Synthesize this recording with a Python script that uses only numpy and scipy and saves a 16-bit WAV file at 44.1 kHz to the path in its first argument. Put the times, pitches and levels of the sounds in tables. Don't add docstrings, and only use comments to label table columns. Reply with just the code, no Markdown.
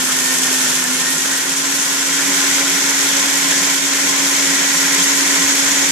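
import sys
import numpy as np
from scipy import signal
from scipy.fft import rfft, irfft
from scipy.io import wavfile
from scipy.ndimage import uniform_filter1d

SR = 44100
rng = np.random.default_rng(int(sys.argv[2]) if len(sys.argv) > 2 else 0)


def wrap_up_sound(samples):
    columns = np.atleast_2d(samples).T
    tamed = np.clip(columns, -1, 1)
    steps = np.round(tamed * 32767).astype(np.int16)
    wavfile.write(sys.argv[1], SR, steps)


N = 260631
T = np.arange(N) / SR
FREQ = np.maximum(np.arange(N // 2 + 1) * SR / N, 1)

BLADES, FAN_VANES, BARS = 3, 21, 36
KNOB_S = .8403


def shaft_speed():
    low_hz, high_hz, sag_hz = 86.95, 92.0, 2.7
    coast_s, pickup_s, climb_s = .08, .03, .29
    since = T - KNOB_S - pickup_s
    coasting = low_hz - sag_hz * np.clip(1 + since / coast_s, 0, 1)
    return high_hz + (coasting - high_hz) * np.exp(-np.maximum(since, 0) / climb_s)


def motor(turns, load_db, grip):
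    # [level against the blade hum, dB]
    rotor_orders = [2, 4, 6, 7, 9, 10, 25, 64]
    rotor_db = [-19, -16.5, -15.5, -22, -18.5, -22, -17.5, -14]
    # (time [s], half length [s], change [dB])
    hum_swells = [(.838, 0.013, -4), (.94, 0.053, 5), (1.25, .08, 0), (1.425, 0.04, -5.5), (1.86, 0.04, -3),
                  (2.3, 0.022, 5.5), (2.4, 0.022, 0), (2.82, 0.017, -2), (3.09, 0.023, -2.5),
                  (4.05, .025, 0), (4.51, .03, 3), (5.462, 0.13, 2.5)]
    # (time [s], level [dB])
    fan_level = [(0, -35), (.3, -31), (.8, -33), (.9, -36), (1.0, -35), (1.07, -24.5), (1.15, -33.5),
                 (1.33, -31), (1.42, -35), (1.6, -39), (1.9, -34.5), (4.2, -36), (4.55, -31.5), (5.9, -34)]
    hum_db, hum_follow = -30, 1.06
    throb_hz, throb_depth = 10.2, .16
    ripple_hz, ripple_depth = 100, .2
    brush_db, brush_grows_s, brush_db_per_s = -38, 2.7, 3
    rotor_loose_db = -3.5

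    hum = undb(hum_db + hum_follow * load_db + swells(hum_swells) + 0.16 * walk(4.9))
    throb = 1 + throb_depth * np.sin(2 * np.pi * throb_hz * T)
    ripple = 1 + ripple_depth * np.sin(2 * np.pi * ripple_hz * T)
    blade_tone = tone(turns, BLADES, flutter=0.17, flutter_hz=30.4, spread=0.39)
    blades = place(throb * ripple * blade_tone, pan_db=-4.5)
    rotor = sum(undb(db) * tone(turns, order, flutter=1.05, flutter_hz=8.4, spread=0.24)
                for order, db in zip(rotor_orders, rotor_db))
    rotor = place(rotor, pan_db=-6.0) * undb(rotor_loose_db * (0.5 - grip))

    fan = undb(curve(fan_level)[0])
    wobble = .007 * walk(9) * (.5 + .5 * grip)
    vanes = place(tone(turns + wobble, FAN_VANES, flutter=0.88, flutter_hz=26, spread=0.28), pan_db=4.0)

    brush = undb(brush_db + brush_db_per_s * np.maximum(T - brush_grows_s, 0))
    bars = tone(turns, 2 * BARS, flutter=0.4, flutter_hz=28, spread=0.63)
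    overtone = tone(turns, 3 * BARS, flutter=1.8, flutter_hz=28, spread=.8) * np.array([[1], [-1]])
    return hum * (blades + rotor) + fan * vanes + brush * (bars + undb(-15) * overtone)


def coupling(turns, load_db):
    chatter_db = -30.5
    knocks = rattle(turns, order=4, sharpness=5) * rng.standard_normal((2, N))
    chatter = colour(knocks, shape([(500, -25), (1100, -6), (1800, 0), (2700, -5), (3500, -2),
                                    (6000, -1), (10000, -14)]))
    return undb(chatter_db + load_db) * unit(chatter)


def grinding(turns, load_db, grip):
    # (frequency [Hz], level [dB per Hz])
    churn_colour = [(30, -51), (70, -38), (115, -18.5), (160, -2.5), (230, -6.5), (310, -4.5), (400, -0.7),
                    (520, -5.5), (750, -4.5), (1200, -3.5), (1500, 4), (1750, 2.8), (1950, 0), (2700, -1),
                    (4500, -19.5)]
    grit_colour = [(1500, -46), (2750, -10.5), (3200, -2), (3900, -5.5), (4350, -4.5), (4800, -5.5),
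                   (5600, -0.5), (6800, 0.75), (7600, 0.5), (8200, -5), (9500, -6.5), (11500, -10.3),
                   (13000, -12.5), (14500, -30)]
    # (time [s], half length [s], change [dB])
    lulls = [(1.13, 0.044, -0.5), (1.57, .06, -1.5), (3.77, 0.046, -1.7), (5.2, 0.06, -2)]
    # (time [s], half length [s], change [dB])
    showers = [(.84, 0.037, -2), (1.45, .035, -2.5), (1.82, .03, 0.8), (5.03, 0.025, 1.2)]
    # (frequency [Hz], change at full grip [dB])
    grip_colour = [(150, -2), (370, -1.5), (600, -0.5), (1000, -1), (1500, -1.5), (1850, 1), (2250, 0.5),
                   (2700, -1.5), (3200, -0.5), (4300, -0.5), (5700, -0.5), (7000, -0.5), (9000, -2)]
    # (frequency [Hz], width [Hz], lift [dB])
    pressed = [(1035, 50, 1.5), (1905, 70, 1.5), (2133, 50, 3.5), (2305, 70, 2.5), (12102, 45, 6),
               (12884, 60, 7), (13822, 45, 6)]
    churn_db, churn_follow = -23.5, 0.97
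    grit_db, grit_follow = -19, 0.99
    spray_start_db, spray_fade_s = 3, 1

    sweep_db = 0.22 * np.cos(2 * np.pi * BLADES * turns)
    flurry = undb(sweep_db + 0.17 * walk(23))
    tumble = undb(swells(lulls) + 0.31 * walk(33))
    slices = hail(2500, spread_db=0.5)
    air = 1.35 * rng.standard_normal(N)
    churn = jar(flurry * tumble * (slices + air), churn_colour)

    coarse = np.exp(-T / 1.6) * hail(700, spread_db=2.8)
    powder = hail(3500, spread_db=3.5)
    impacts = powder + 1.3 * coarse + 2.3 * rng.standard_normal(N)
    impacts = impacts / np.sqrt(uniform_filter1d(impacts ** 2, size=SR // 8))
    clumps = undb(0.55 * walk(130))
    grit = jar(flurry * clumps * undb(swells(showers)) * impacts, grit_colour)

    spray = colour(grit, shape([(7500, -48), (8600, -2.0)]))
    spray_db = spray_start_db * np.exp(-T / spray_fade_s)
    grit = grit + spray * (undb(spray_db - spray_db.mean() + 1.12 * walk(15)) - 1)

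    free = churn * undb(churn_db + churn_follow * load_db) + grit * undb(grit_db + grit_follow * load_db)
    held = colour(free, shape(grip_colour) + resonances(pressed))
    return (1 - grip) * free + grip * held


def shifting(x):
    # (frequency [Hz], width [Hz], wander [dB])
    wall_zones = [(1520, 300, .7), (2200, 400, .6), (3300, 600, .9)]
    # (time [s], half length [s], change [dB])
    rim_swells = [(1.81, .04, 3), (2.37, .07, 1), (2.87, .06, 1.8), (3.58, .05, 1.5), (4.07, .04, 2),
                  (5.04, .05, 1.8), (5.46, .07, 1), (5.83, .05, 1.5)]
    wall = sum(band(x, hz, width) * (undb(db * walk(7)) - 1) for hz, width, db in wall_zones)
    rim = band(x, hz=6550, width=520)
    return x + wall + rim * (undb(swells(rim_swells)) - 1)


def crunches(turns):
    # (time [s], level [dB], ring [Hz], half length [s])
    caught = [(0.103, -26, 1510, 0.028), (.61, -30, 1610, 0.022), (1.045, -27, 1550, .025),
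              (1.335, -23, 1660, .025), (2.2, -21, 1700, 0.022), (2.476, -27, 1520, .03),
              (2.94, -26, 1900, .022), (3.534, -24, 1800, 0.033), (4.54, -29, 1830, .025),
              (4.94, -25, 2100, .035), (5.66, -27, 1590, 0.035)]
    width_hz = 600
    bites = kitchen(rattle(turns, order=BLADES, sharpness=4) * rng.standard_normal(N))
    return sum(undb(db) * np.exp(-((T - s) / half) ** 2) * unit(band(bites, hz, width_hz))
               for s, db, hz, half in caught)


def chips():
    # (time [s], level [dB], ring [Hz])
    strikes = [(.0528, -17, 7400), (.2683, -17, 6900), (.3147, -16, 6900), (.385, -12, 7400),
               (.4688, -16, 6300), (.7535, -14.5, 6900), (1.1815, -17, 7000), (1.2195, -16, 7000),
               (1.4945, -15.5, 6600), (2.3456, -15, 7450), (2.5421, -15, 7000), (2.7417, -14, 5750),
               (3.168, -11, 7150), (3.3348, -16, 7150), (5.7165, -13, 6600)]
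    t60, cluster, crack_db = .028, .1, -7
    out = np.zeros((2, N))
    age = np.arange(int(2 * t60 * SR)) / SR
    for s, db, hz in strikes:
        modes = hz * (1 + cluster * rng.standard_normal((8, 1)))
        ring = np.sin(2 * np.pi * (modes * age + rng.random((2, 8, 1)))).sum(axis=1)
        tick = unit(ring) + undb(crack_db) * rng.standard_normal(len(age))
        start = int(s * SR)
        out[:, start:start + len(age)] += undb(db) * tick * np.exp(-np.log(1000) * age / t60)
    return colour(out, shape([(300, -40), (4000, 0), (10000, 0), (14000, -8)]))


def knob():
    level_db = -6.5
    spring_hz, t60, crack_db = 7650, .007, -3
    ping = np.sqrt(2) * np.sin(2 * np.pi * spring_hz * (T - KNOB_S))
    snap = (ping + undb(crack_db) * rng.standard_normal(N)) * strike(KNOB_S, t60)
    return undb(level_db) * colour(snap, shape([(200, -40), (1000, -18), (5000, -10), (7500, 0), (14000, 0)]))


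def bumps():
    # (time [s], strength [dB], pitch [Hz])
    thuds = [(3.022, -36, 85), (3.128, -38, 78), (4.085, -37, 112), (4.44, -41, 105), (5.433, -30, 96)]
    t60, rise_s = .13, .012
    out = 0
    for s, db, hz in thuds:
        age = np.maximum(T - s, 0)
        swell = 1 - np.exp(-(age / rise_s) ** 2)
        out = out + undb(db) * swell * np.sin(2 * np.pi * hz * age) * np.exp(-np.log(1000) * age / t60)
    return out


def jar(drive, points):
    # (frequency [Hz], width [Hz], lift [dB])
    jar_modes = [(174, 26, 4.5), (920, 55, 5), (1038, 38, 9), (1415, 36, 3), (1492, 24, 2.5), (1538, 20, 1),
                 (11950, 90, 3)]
    # (frequency [Hz], left minus right [dB])
    tilt = [(60, 2), (200, -1.5), (370, -3), (690, -1), (2300, -1), (4300, -0.5), (5000, 4), (5900, 2.5),
            (6500, 6), (7000, -2.5), (7600, -6.5), (9000, -4.5), (12000, -3.5), (14500, -7.5)]
    weak_hz = np.arange(1100, SR / 2, 24)
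    weak_db = 1.4 * np.interp(FREQ, weak_hz, rng.standard_normal(len(weak_hz)), left=0)
    side_db = np.array([[1], [-1]]) * shape(tilt) / 2
    heard = colour(kitchen(drive), shape(points) + resonances(jar_modes) + weak_db + side_db)
    return heard / np.std(heard.mean(axis=0))


def kitchen(x, t60=0.032):
    # (frequency [Hz], reflected minus direct [dB])
    wet = [(60, 16), (170, -8.5), (400, -2.5), (700, 5), (1050, 1), (2000, 5), (3500, 6.5), (7000, 13),
           (14000, 10)]
    keep = np.exp(-2 * np.log(1000) / (t60 * SR))
    energy = signal.lfilter([1 - keep], [1, -keep], x ** 2)
    diffuse = np.sqrt(energy) * rng.standard_normal((2, N))
    direct = np.array([np.roll(x, 2), x])
    wet_db = shape(wet)
    return colour(direct + colour(diffuse, wet_db), -10 * np.log10(1 + undb(wet_db) ** 2))


def tone(turns, order, flutter, flutter_hz, spread):
    def scatter():
        return (walk(flutter_hz) + 1j * walk(flutter_hz)) / 2
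    sway = 1 + flutter * scatter() + spread * np.array([scatter(), scatter()])
    return unit(np.real(sway * np.exp(2j * np.pi * (order * turns + rng.random()))))


def rattle(turns, order, sharpness):
    phase = order * turns
    strength = undb(3 * rng.standard_normal(N))[phase.astype(int)]
    return unit(strength * np.exp(-sharpness * (phase % 1)))


def hail(rate, spread_db):
    hit = rng.random(N) < rate / SR
    size = undb(spread_db * np.minimum(rng.exponential(size=N), 4))
    return unit(hit * size * rng.standard_normal(N))


def strike(s, t60):
    return (T > s) * np.exp(-np.log(1000) * np.maximum(T - s, 0) / t60)


def swells(rows):
    return sum(db * np.exp(-((T - s) / half) ** 2) for s, half, db in rows)


def walk(rate):
    return unit(irfft(rfft(rng.standard_normal(N)) / (1 + (FREQ / rate) ** 4), N))


def resonances(modes):
    return sum(db / (1 + (2 * (FREQ - hz) / width) ** 2) for hz, width, db in modes)


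def band(x, hz, width):
    return irfft(rfft(x) / (1 + (2 * (FREQ - hz) / width) ** 4), N)


def shape(points):
    hz, db = np.transpose(points)
    return np.interp(np.log(FREQ), np.log(hz), db)


def colour(x, db):
    return irfft(rfft(x) * undb(db), N)


def curve(rows):
    s, *columns = np.transpose(rows)
    return [np.interp(T, s, c) for c in columns]


def place(x, pan_db):
    return x * undb(np.array([[pan_db], [-pan_db]]) / 2)


def undb(db):
    return 10 ** (np.asarray(db) / 20)


def unit(x):
    return x / np.sqrt(np.mean(x ** 2))


def scene():
    # (time [s], level [dB])
    beating = [(0.06, -20), (0.7, -19), (0.85, -20.5), (1.3, -20.5), (1.9, -20.5), (2.27, -18.5),
               (2.36, -17.5), (2.7, -18), (3.73, -17.5), (3.82, -19.5), (4.0, -18), (5.03, -17),
               (5.86, -17)]
    # (time [s], grip [0-1])
    hand = [(0, 0), (1.9, 0), (2.3, 1), (5.91, 1)]
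    speed_hz = shaft_speed() * (1 + 0.0016 * walk(3.5))
    turns = np.cumsum(speed_hz) / SR
    beating_db, = curve(beating)
    load_db = beating_db - beating_db.mean()
    grip, = curve(hand)
    machine = motor(turns, load_db, grip) + coupling(turns, load_db)
    food = shifting(grinding(turns, load_db, grip)) + crunches(turns) + chips()
    return machine + food + knob() + bumps()


def record(dry):
    top_hz = 14500
    rounded = dry / (1 + (dry / .9) ** 6) ** (1 / 6)
    return signal.sosfilt(signal.ellip(10, .2, 80, top_hz, fs=SR, output="sos"), rounded)


dry = scene()
out = record(dry)
wrap_up_sound(out)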